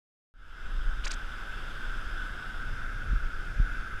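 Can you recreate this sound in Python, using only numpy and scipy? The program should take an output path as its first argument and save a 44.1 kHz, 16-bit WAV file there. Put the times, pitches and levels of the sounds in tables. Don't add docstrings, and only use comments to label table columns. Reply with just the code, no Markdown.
import sys
import numpy as np
from scipy import signal
from scipy.fft import rfft, irfft, next_fast_len
from scipy.io import wavfile
from scipy.ndimage import uniform_filter1d, map_coordinates

SR = 44100
rng = np.random.default_rng(int(sys.argv[2]) if len(sys.argv) > 2 else 0)


def store_pcm(level_fs):
    pcm = np.round(np.clip(level_fs, -1, 1) * 32767).astype(np.int16)
    wavfile.write(sys.argv[1], SR, np.atleast_2d(pcm).T)


N = 176400


def amp(db):
    return 10 ** (np.asarray(db) / 20)


def unit(x):
    return x / np.sqrt(np.mean(x ** 2) + 1e-20)


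def curve(rows):
    return np.interp(np.arange(N) / SR, *np.transpose(rows))


def wobble(rate):
    knots = rng.standard_normal(int(N * rate / SR) + 4)
    return map_coordinates(knots, [np.arange(N) * rate / SR])


def filtered(x, response):
    size = next_fast_len(N + SR // 2)
    return irfft(rfft(x, size) * response(np.fft.rfftfreq(size, 1 / SR)), size)[:N]


def shaped(x, colour):
    row_hz, db = np.transpose(colour)
    return filtered(x, lambda hz: amp(np.interp(np.log(hz + 1), np.log(row_hz + 1), db)))


def patchy_noise(spread_db):
    spectra = signal.stft(rng.standard_normal(N), nperseg=512)[2]
    patches = uniform_filter1d(rng.standard_normal(spectra.shape), size=5, axis=0)
    patches = uniform_filter1d(patches, size=14, axis=1)
    return unit(signal.istft(spectra * amp(spread_db * unit(patches)), nperseg=512)[1][:N])


def even_noise(colour, samples):
    noise = unit(shaped(rng.standard_normal(N), colour))
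    return noise / np.sqrt(np.abs(uniform_filter1d(noise ** 2, size=samples)) + 1e-9)


def gliding_noise(cycles, width):
    knots = rng.standard_normal(size=(2, 512))
    a, b = (map_coordinates(row, [2 * width * cycles], mode="wrap") for row in knots)
    return unit(a * np.cos(2 * np.pi * cycles) + b * np.sin(2 * np.pi * cycles))


def surf():
    # frequency in Hz, relative spectral level in dB.
    cove_colour = [(60, -14.5), (200, 1), (330, -4), (500, -7.5), (950, -1.5), (1200, 6), (1750, -2.5),
                   (2000, -15), (2500, -13), (2750, -3), (3550, 0), (3950, -13), (4450, -22), (5100, -8.5),
                   (5600, -24), (6200, -24.5), (7100, -29), (7750, -19), (8700, -28.5), (11200, -29),
                   (13000, -40), (14000, -29), (15000, -46)]
    sea_colour = [(60, 2), (200, -0.5), (330, -3), (500, -6.5), (950, -11.5), (1250, -9.5), (1750, -6.5),
                  (2350, -10), (2700, -8.5), (2860, -14.5), (3000, -13.5), (3550, -11), (4020, -23),
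                  (4500, -19.5), (5150, -18), (5600, -21.5), (6200, -23), (7100, -26.5), (8700, -29.5),
                  (11200, -31.5), (13000, -37), (15000, -41)]
    # time in seconds, share of open sea from 0 to 1.
    turn = [(1.9, 0.6), (2.4, 0.53), (2.85, 0.93), (3.2, 0.9)]
    # time in seconds, level in dB.
    swell = [(.8, -49.5), (1.2, -47), (1.6, -46), (2.2, -46), (2.6, -47.5), (3.1, -49), (3.6, -48),
             (4, -48.5)]
    bursts_per_s, foam_db = 500, -13
    foam = (rng.random(N) < bursts_per_s / SR) * rng.standard_normal(N)
    water = unit(patchy_noise(spread_db=0.98) + amp(foam_db) * unit(foam))
    seaward = np.clip(curve(turn), 0, 1)
    wash = (1 - seaward) * unit(shaped(water, cove_colour)) + seaward * unit(shaped(water, sea_colour))
    return wash * amp(curve(swell) + 0.3 * wobble(rate=9))


def case_ring():
    # centre in Hz, width in Hz, relative level in dB.
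    modes = [(1322, 112, -1.5), (1446, 116, -2), (1516, 138, 2), (1639, 126, -5), (2093, 104, -15.5),
             (10120, 220, -38)]
    # time in seconds, level in dB.
    ring_level = [(.8, -46.5), (1.15, -44), (1.45, -43.5), (1.68, -44), (2.0, -43.5), (2.33, -41.5),
                  (2.6, -44), (2.85, -41.5), (3.05, -42), (3.3, -42), (3.45, -44), (3.72, -40), (4, -42.5)]

    def resonance(hz):
        powers = (amp(db) ** 2 / (1 + 2 * ((hz - centre) / width) ** 2) ** 2.51
                  for centre, width, db in modes)
        return np.sqrt(sum(powers))

    ring = unit(filtered(patchy_noise(spread_db=1.0), resonance))
    return ring * amp(curve(ring_level) + 0.77 * wobble(rate=10))


def wind():
    # frequency in Hz, relative spectral level in dB.
    rumble_colour = [(8, -5), (18, 0), (28, 3.5), (39, -7.5), (52, -14), (75, -24.5), (100, -41),
                     (160, -44), (300, -70), (700, -120)]
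    flutter_colour = [(30, -2), (70, 3), (120, 0.5), (170, -12.5), (280, -19.5), (600, -50), (1500, -120)]
    # time in seconds, level in dB.
    rumble_level = [(.4, -31), (.58, -38.5), (.7, -29), (1.02, -27.5), (1.15, -36), (1.7, -37),
                    (1.92, -29.5), (2.2, -32.5), (2.4, -40), (2.65, -31.5), (3.0, -35), (3.12, -34.5),
                    (3.3, -26.5), (3.45, -38), (3.58, -33), (3.72, -34), (4, -36)]
    flutter_level = [(.7, -55), (1.1, -58), (1.6, -57), (2.0, -49), (2.4, -52), (2.72, -42.5),
                     (2.92, -49.5), (3.07, -42.5), (3.14, -32.5), (3.21, -54.5), (3.45, -48), (3.62, -44),
                     (3.72, -48.5), (4, -50.5)]
    rumble = even_noise(rumble_colour, samples=6000)
    rumble *= amp(curve(rumble_level) + 1.7 * wobble(rate=8))
    flutter = even_noise(flutter_colour, samples=4000)
    flutter *= amp(curve(flutter_level) + 0.71 * wobble(rate=21.93))
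    return rumble + flutter


def hand_scrapes():
    # end in seconds, length in seconds, gain in dB, first and last pitch in Hz.
    slips = [(1.062, 0.027, -36.5, 2410, 6960), (1.084, .026, -36, 857, 7630),
             (1.123, .022, -33.5, 2454, 8190), (1.147, 0.031, -43.5, 2273, 8100)]
    # frequency in Hz, gain in dB.
    scrape_colour = [(200, -2), (600, 1), (2000, 2), (4000, -3), (7500, -3.5), (9400, -8.5), (10500, -24),
                     (12500, -22), (15000, -28)]
    rise_s, stick_s = 0.012, 0.0027
    grit_db, rasp_db = -3, -3
    out, t = np.zeros(N), np.arange(N) / SR
    for end, length, db, first_hz, last_hz in slips:
        sliding = (t > end - length) & (t < end)
        age = t[sliding] - end + length
        cycles = np.cumsum(first_hz * (last_hz / first_hz) ** (age / length)) / SR
        rasp = amp(rasp_db) * rng.standard_normal(N)[sliding] * np.sqrt(age / length)
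        rub = gliding_noise(cycles, width=0.28)
        grit = amp(grit_db) * gliding_noise(cycles, width=0.7)
        envelope = np.minimum(age / rise_s, 1) * np.minimum((length - age) / stick_s, 1)
        out[sliding] += amp(db) * envelope * (unit(rub + grit) + rasp)
    return shaped(out, scrape_colour)


def wind_puffs():
    # time of the break in seconds, peak level in dB, pitch in Hz.
    puffs = [(3.133, -19, 36.2), (3.601, -16, 31.5)]
    lead_s, hold_s, t60_s = 0.024, 0.027, 0.13
    snap_hz, snap_s = 80, 0.0015
    knock_db, knock_hz, knock_s = -22, 250, 0.0034
    out = np.zeros(N)
    for break_s, db, hz in puffs:
        t = np.arange(N) / SR - break_s
        cycles = hz * t + snap_hz * snap_s * np.tanh(t / snap_s)
        rise = np.exp(np.minimum(t, 0) / lead_s)
        decay = amp(-60 * np.maximum(t - hold_s, 0) / t60_s)
        knock = amp(knock_db) * np.exp(-(t / knock_s) ** 2) * np.cos(2 * np.pi * knock_hz * t)
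        out += amp(db) * (rise * decay * np.sin(2 * np.pi * cycles) + knock)
    return out


def scene():
    return (surf() + case_ring() + wind() + hand_scrapes() + wind_puffs())[None]


def record(dry):
    fade_start_s, fade_end_s, top_hz = 0.34, 0.75, 15200
    fade = np.interp(np.arange(N) / SR, [fade_start_s, fade_end_s], [0.041, 1], left=0)
    return filtered(dry[0] * fade, lambda hz: hz < top_hz)[None]


dry = scene()
out = record(dry)
store_pcm(out)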